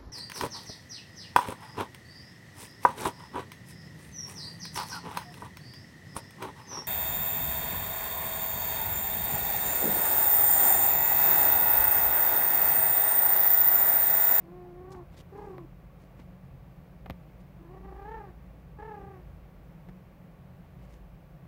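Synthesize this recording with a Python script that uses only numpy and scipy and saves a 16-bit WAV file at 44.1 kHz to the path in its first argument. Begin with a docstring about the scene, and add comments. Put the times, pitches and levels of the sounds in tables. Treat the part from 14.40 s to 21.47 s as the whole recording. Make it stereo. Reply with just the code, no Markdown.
"""A yowling cat indoors

A cat gives four low yowls that rise and fall, the last two with its mouth opening wide. On the higher
notes its throat closes about 32 times a second, so a growl throbs through the voice. Paws and fur brush
the wooden floor, and fingers click on the phone that listens, sharpest in one double click.
Ventilation hums throughout; a far engine and a second low drone join in for a while."""
import sys
import numpy as np
from scipy import signal
from scipy.fft import rfft, irfft
from scipy.io import wavfile
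from scipy.ndimage import uniform_filter1d

SR = 44100
rng = np.random.default_rng(int(sys.argv[2]) if len(sys.argv) > 2 else 0)


def store_pcm(level_fs):
    """Save levels as 16-bit WAV."""
    pcm = np.round(np.clip(level_fs, -1, 1) * 32767).astype(np.int16)
    wavfile.write(sys.argv[1], SR, np.atleast_2d(pcm).T)


N = 311972
T = np.arange(N) / SR  # time of each sample [s]
HZ = np.maximum(np.arange(N // 2 + 1) * SR / N, 1)  # frequencies the filters work on [Hz]

# how alike the phone's two microphones hear noise: (frequency [Hz], correlation [-1 to 1])
MIC_LIKENESS = [(60, 0.98), (130, 1), (290, 0.48), (640, 0.46), (1410, -0.24), (3100, 0.094),
                (6820, -0.063), (15000, -0.017)]
# rumble and hiss of moving air: (frequency [Hz], relative level [dB])
AIR_SPECTRUM = [(20, -22), (40, -12), (100, -6.5), (200, -11.5), (240, -8.5), (420, -12.5), (700, -12.5),
                (1150, -20), (1350, -19.5), (2300, -24), (3300, -33), (8000, -43.5), (10500, -42),
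                (15000, -35)]
# resonances of the air duct and the room: (frequency [Hz], rough width [Hz], level [dB])
DUCT_RESONANCES = [(44, 20, -57), (55.6, 5.6, -58.5), (82.5, 7, -61.5), (131.1, 21.8, -56),
                   (163.5, 30.6, -56.5), (182.13, 8.6, -57.5), (540, 89, -68.5), (1136, 87, -72)]

# one list for each yowl, tracing its tune: (time [s], pitch [Hz])
YOWL_PITCHES = [
    [(.02, 334), (.09, 343.3), (.16, 364.6), (.33, 348.8), (.54, 383.1), (.58, 362), (.635, 342)],
    [(.922, 404.5), (.96, 396.6), (1.0, 409), (1.055, 411.6), (1.11, 377.6), (1.16, 371), (1.255, 318)],
    [(3.19, 315), (3.26, 334.5), (3.32, 376), (3.56, 383), (3.64, 405), (3.69, 434.7), (3.76, 443.7),
     (3.84, 396), (3.91, 360.5)],
    [(4.372, 418), (4.44, 434.6), (4.53, 424.5), (4.57, 397.3), (4.66, 397.5), (4.73, 386), (4.81, 356)],
]
# each yowl's voice at EASY_HZ: (relative level [dB], overtones against the lowest tone [dB],
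# roughness [0-1], fade-in [s], time of one throat closure [s], vocal-fold cycles per closure [count])
YOWL_VOICES = [(-42.5, -3.5, .15, 0.062, .531, 12), (-40.5, -9, 0.25, 0.04, 1.035, 12.2),
               (-47.5, -0.85, 0.37, .02, 3.704, 13.4), (-47.5, -1.5, 0.23, 0.043, 4.503, 12.9)]
# how the cat's head moves: (time [s], jaw opening [0-1], lowest tone's left minus right [dB])
HEAD_MOVES = [(1.3, .04, 0), (3.3, 0.5, 3), (3.58, 1, 5.5), (3.7, 1, 0.5), (4.48, 0.91, -3.5),
              (4.6, .9, 7.5), (4.8, 0.85, 5)]
# throat and mouth resonances, jaw nearly shut: (frequency [Hz], width [Hz], relative level [dB])
SHUT_RESONANCES = [(727, 335, 16), (990, 115, 2.5), (1500, 210, -1), (2200, 280, -43), (4500, 3500, -46)]
# the same with the jaw wide open: (frequency [Hz], width [Hz], relative level [dB])
OPEN_RESONANCES = [(868.8, 282, 5.5), (1183, 120, -7.5), (1682.6, 270, -1), (2190, 540, -17),
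                   (2570, 3300, -19.5), (4500, 3000, -48)]
# hoarse squeals in the first two yowls, and at 0.606 s a brief bright swell near the first yowl's third
# harmonic: (peak time [s], half-length [s], pitch [Hz], relative level [dB])
SQUEAL_EVENTS = [(0.256, .015, 845, -56), (0.565, 0.038, 875.5, -50.5), (0.606, 0.022, 1050, -48),
                 (1.012, 0.068, 931, -51), (1.16, .05, 1090, -50)]

# paws and fur brushing the floor:
# (peak time [s], half-length [s], level [dB], middle of the hiss [Hz], floor against the hiss [dB])
SCUFF_EVENTS = [(0.507, 0.0042, -62.5, 6000, -5), (.528, 0.014, -57, 4960, -1), (0.558, .05, -71, 4000, 9),
                (0.741, .033, -68.5, 2980, 9), (0.784, 0.02, -55.5, 3700, 1), (0.807, 0.014, -55, 2530, -2),
                (.978, 0.0066, -67, 5984, -3), (1.052, 0.15, -75.5, 4930, 13),
                (1.626, 0.061, -74, 4700, 11), (1.804, 0.052, -73, 3000, 14), (1.799, 0.0089, -57, 520, 6),
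                (3.008, 0.018, -70, 3460, -2), (5.492, 0.0086, -69.5, 3080, 17.5),
                (6.437, 0.054, -75.5, 4012, 15), (6.533, 0.065, -70, 4530, 9)]
# the dull sound of the brushed floor: (frequency [Hz], relative level [dB])
FLOOR_SPECTRUM = [(80, -11), (280, -3), (900, -14), (2200, -18), (4000, -32.5), (16000, -59)]

# fingers clicking on the phone's case:
# (time [s], level [dB], extra thump [dB], extra snap [dB], left minus right [dB])
FINGER_CLICKS = [(0.549, -45, 9.5, -21, -18), (1.1816, -34.5, -20, -12.5, 0), (2.660, -39.5, 3.5, -10, 15),
                 (2.6628, -41, -16, -11, 15), (2.6652, -44, -21, -13, 18), (2.699, -28.5, 7.5, -7, 12),
                 (2.7067, -35, 8, 0.5, -6.5), (5.487, -50, -15, -6, 1)]
# the crack of a finger meeting the case: (frequency [Hz], relative level [dB])
CRACK_SPECTRUM = [(2000, 12), (4500, 3), (8000, -11), (13000, 4.5), (16000, -21)]
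# tones the case rings with: (frequency [Hz], relative level [dB], rise time [ms])
CASE_TONES = [(69, -11, 19), (220, -5.5, 1.45), (600, 3, 0.78), (1135, -6.5, 1.36), (1870, -3.5, 0.43),
              (4030, -7, 0.33), (13500, -7, .15)]

# a far engine pulling away: (time [s], firing rate [Hz], level [dB])
FAR_ENGINE = [(3.1, 52.2, -73), (3.5, 57.47, -49.5), (4, 55.57, -52.5), (4.5, 55, -51), (5, 54.2, -51.5),
              (5.5, 53.5, -63)]
# a second low drone that climbs: (time [s], pitch [Hz], level [dB])
CLIMBING_DRONE = [(3.9, 70.4, -64), (4.35, 77.7, -58.5), (4.7, 82.5, -51), (5, 88.4, -55)]

# effort is the pitch in octaves above EASY_HZ: more of it is louder, brighter and cleaner
EASY_HZ, LOUD_DB_PER_OCT, BRIGHT_DB_PER_OCT, CLEAN_PER_OCT = 400, 23.5, 24.5, 0.76
ONSET_ROUGH, SETTLE_S, RELEASE_S = 0.36, 0.078, 0.005  # a yowl starts rough, settles and ends quickly
GROWL_DEPTH, GROWL_FROM_HZ, GROWL_KNEE_HZ = 0.6, 366, 11  # the growl sets in around this pitch
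CHOKE, SLACKEN = 0.31, 0.1  # how strongly a throat closure dulls the voice and lowers its pitch


def gain(db):
    """Turn decibels into a number to multiply by."""
    return 10 ** (np.asarray(db) / 20)


def unit(x):
    """Scale a signal to an average (rms) size of 1."""
    return x / np.sqrt(np.mean(x ** 2))


def curves(rows):
    """Join each column of a table with straight lines in time."""
    times, *columns = np.transpose(rows)
    return [np.interp(T, times, column) for column in columns]


def spectrum(points):
    """Join points with straight lines on a scale of octaves."""
    hz, value = np.transpose(points)
    return np.interp(np.log(HZ), np.log(hz), value)


def resonance(hz, width):
    """A filter that passes hz fully and weakens the frequencies on either side."""
    return 1 / (1 + 1j * (HZ ** 2 - hz ** 2) / (HZ * width))


def filtered(x, response):
    """Multiply each frequency in a signal by the filter's response."""
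    return irfft(rfft(x) * response, N)


def wobble(rate_hz):
    """A smooth random wobble of size 1, mostly slower than rate_hz."""
    return unit(filtered(rng.standard_normal(N), 1 / (1 + (HZ / rate_hz) ** 2) ** 2))


def pan(db):
    """Left and right gains that make the left louder by db."""
    return gain(np.array([[db], [-db]]) / 2)


def stereo_noise(response):
    """Noise from all around at two close microphones: alike in the bass, unrelated in the treble."""
    alike = np.clip(spectrum(MIC_LIKENESS), -1, 1)
    shared = filtered(rng.standard_normal(N), response * np.sqrt(1 + alike))
    opposite = filtered(rng.standard_normal(N), response * np.sqrt(1 - alike))
    return unit(np.array([shared + opposite, shared - opposite]))


def room(x, decay_s, echo_db):
    """The dense echoes of a small furnished room, which swallows the treble."""
    tail = stereo_noise(1) * gain(-60 * T / decay_s) * (T > .003)
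    tail /= np.sqrt(np.sum(tail ** 2, axis=1, keepdims=True))
    return gain(echo_db) * filtered(x, rfft(tail) / np.sqrt(1 + (HZ / 4000) ** 2))


def ventilation():
    """Moving air rumbles and hisses steadily, and makes the duct and the room hum."""
    air = stereo_noise(gain(spectrum(AIR_SPECTRUM))) * gain(-56.5 + 0.34 * wobble(3.9))
    hum = sum(gain(db) * stereo_noise(resonance(hz, 0.98 * width) ** 2)
              for hz, width, db in DUCT_RESONANCES)
    return air * pan(0.2) + hum * pan(-3.5)


def voice_box():
    """Curves that steer the voice: each yowl's pitch sets its loudness, brightness, roughness and growl."""
    hz = np.full(N, float(EASY_HZ))
    loud, bright, rough, closure = np.zeros((4, N))
    stumble = .04 * wobble(25)  # keeps the growl slightly uneven
    for points, voice in zip(YOWL_PITCHES, YOWL_VOICES):
        db, overtone_db, roughness, attack_s, closure_s, cycles = voice
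        age, remaining = T - points[0][0], points[-1][0] - T
        on = (age > 0) & (remaining > 0)
        pitch = uniform_filter1d(curves(points)[0], size=1300)[on]  # rounds off the corners
        effort = np.log2(pitch / EASY_HZ)
        fade = np.sqrt(np.clip(np.minimum(age[on] / attack_s, remaining[on] / RELEASE_S), 0, 1))
        hz[on] = pitch
        loud[on] = fade * gain(db + LOUD_DB_PER_OCT * effort)
        bright[on] = gain(overtone_db + BRIGHT_DB_PER_OCT * effort)
        rough[on] = roughness - CLEAN_PER_OCT * effort + ONSET_ROUGH * np.exp(-age[on] / SETTLE_S)
        # the throat closes every dozen or so fold cycles, so the growl slows as the pitch falls
        beats = np.cumsum(pitch) / SR / cycles
        beats -= np.interp(closure_s, T[on], beats)
        closure[on] = np.cos(np.pi * (beats + stumble[on])) ** 4
    growl = GROWL_DEPTH * (1 + np.tanh((hz - GROWL_FROM_HZ) / GROWL_KNEE_HZ)) / 2
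    return hz, loud, bright, np.clip(rough, 0, 1), growl, closure


def throat(source, resonances):
    """The throat and mouth colour the voice with their resonances; the level is kept even."""
    response = sum(gain(db) * resonance(hz, width) * resonance(hz, 3 * width)
                   for hz, width, db in resonances)
    voice = filtered(source, response)
    return voice / np.sqrt(uniform_filter1d(voice ** 2, size=2205))


def cat():
    """Vocal folds buzz, the closing throat chops the buzz into a growl, and the jaw shapes the vowel."""
    hz, loud, bright, rough, growl, closure = voice_box()
    jaw, pan_db = curves(HEAD_MOVES)
    # each closure dips the whole voice and chokes the overtones even more
    throb = (1 - growl * closure) / (1 - growl * 0.63)
    choke = 1.08 * (1 - CHOKE * closure * growl / GROWL_DEPTH)
    # the folds slacken at each closure and jitter from cycle to cycle
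    bend = -SLACKEN * growl * (closure - .27) + .055 * rough * wobble(260) + .004 * wobble(30)
    phase = 2 * np.pi * np.cumsum(hz * (1 + bend)) / SR
    loud = loud * throb * (1 + 0.52 * rough * wobble(170))
    # the highest overtones give way to air rushing through the folds once a cycle
    pulses = unit(sum(np.cos(k * phase) / (1 + (k / 6) ** 4) for k in range(1, 10)))
    rasp = rough * unit(rng.standard_normal(N) * (1 + np.cos(phase)))
    buzz = pulses + 2.4 * rasp
    overtones = (1 - jaw) * throat(buzz, SHUT_RESONANCES) + jaw * throat(buzz, OPEN_RESONANCES)
    lowest_tone = unit(np.cos(phase) + 6 * filtered(rasp, resonance(325, 150) ** 2))
    nose = loud * lowest_tone * gain(0.9)
    mouth = loud * bright * overtones * choke + throb * squeals()
    mouth_left = filtered(mouth, np.exp(-2j * np.pi * HZ * .00006))  # arrives 0.06 ms later
    direct = nose * gain(np.array([pan_db, -pan_db]) / 2) + np.array([mouth_left, mouth]) * pan(-2.8)
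    echoes = room(nose, decay_s=.15, echo_db=-11.5) + room(mouth, decay_s=.13, echo_db=-7)
    return gain(-5) * direct + echoes


def squeals():
    """Brief, hoarse, wavering tones swell and fade within the first two yowls: squeals, and one short bright
    swell near the third harmonic."""
    wavering_time = np.cumsum(1 + 0.0568 * wobble(183)) / SR
    tones = np.zeros(N)
    for peak_s, half_s, hz, db in SQUEAL_EVENTS:
        swell = gain(db) * np.exp(-((T - peak_s) / half_s) ** 2)
        tones += swell * np.sin(2 * np.pi * hz * wavering_time)
    return tones * (1 + .5 * wobble(100))


def scuffs():
    """Short grainy swishes of fur and one soft paw thud, over the dull sound of the floor."""
    fur, floor_level = np.zeros((2, N)), np.zeros(N)
    t = (np.arange(SR // 2) - SR // 4) / SR  # half a second around the peak
    for peak_s, half_s, db, hz, floor_db in SCUFF_EVENTS:
        start = int((peak_s + t[0]) * SR)
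        span = slice(start, start + len(t))
        swell = gain(db) * np.exp(-2 * (t / half_s) ** 2)
        band = signal.butter(1, [.6 * hz, 1.5 * hz], "band", fs=SR)
        fur[:, span] += swell * unit(signal.lfilter(*band, rng.standard_normal((2, len(t)))))
        floor_level[span] += swell * gain(floor_db)
    grain = gain(2.5 * wobble(360))
    floor = floor_level * stereo_noise(gain(spectrum(FLOOR_SPECTRUM)))
    return grain * pan(-5) * (fur + floor)


def finger_clicks():
    """Each touch makes a crack and rings the phone's case very briefly; the low tones swell later."""
    out = np.zeros((2, N))
    t = T[:SR // 10]
    crack = stereo_noise(gain(spectrum(CRACK_SPECTRUM)))
    for start_s, db, thump_db, snap_db, pan_db in FINGER_CLICKS:
        start = int(start_s * SR)
        span = slice(start, start + len(t))
        out[:, span] += gain(db + snap_db - 4.5) * crack[:, span] * np.exp(-t / 0.0013)
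        for hz, tone_db, rise_ms in CASE_TONES:
            age = t / (rise_ms / 1000)
            swell = (age * np.exp(1 - age)) ** 2
            extra_db = thump_db * (hz < 400) + snap_db * (hz > 3000)
            bends_case = hz > 100  # bending moves the two microphones out of step
            ring = np.sin(2 * np.pi * hz * t + bends_case * np.array([[0], [1.3]]))
            out[:, span] += gain(db + tone_db + extra_db) * swell * ring * pan(pan_db * bends_case)
    return out + room(out.mean(axis=0), decay_s=.09, echo_db=-9.5)


def drone(rows):
    """A low wavering tone comes through the walls, from the table's first time to its last."""
    hz, db = curves(rows)
    phase = 2 * np.pi * np.cumsum(hz * (1 + 0.024 * wobble(6.9))) / SR
    inside_s = np.minimum(T - rows[0][0], rows[-1][0] - T)
    fade = np.clip(inside_s / .1 + .5, 0, 1)  # 0.1 s at each end
    return unit(np.sin(phase)) * gain(db + 2 * wobble(4.3)) * fade * pan(-1.9)


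def scene():
    """Add up everything that reaches the two microphones."""
    return cat() + finger_clicks() + scuffs() + ventilation() + drone(FAR_ENGINE) + drone(CLIMBING_DRONE)


def record(dry):
    """The phone cuts the rumble below 24 Hz and the treble above 15750 Hz."""
    dry = signal.sosfilt(signal.butter(2, 24, "high", fs=SR, output="sos"), dry)
    return signal.sosfilt(signal.ellip(10, .2, 60, 15750, fs=SR, output="sos"), dry)


dry = scene()
out = record(dry)
store_pcm(out)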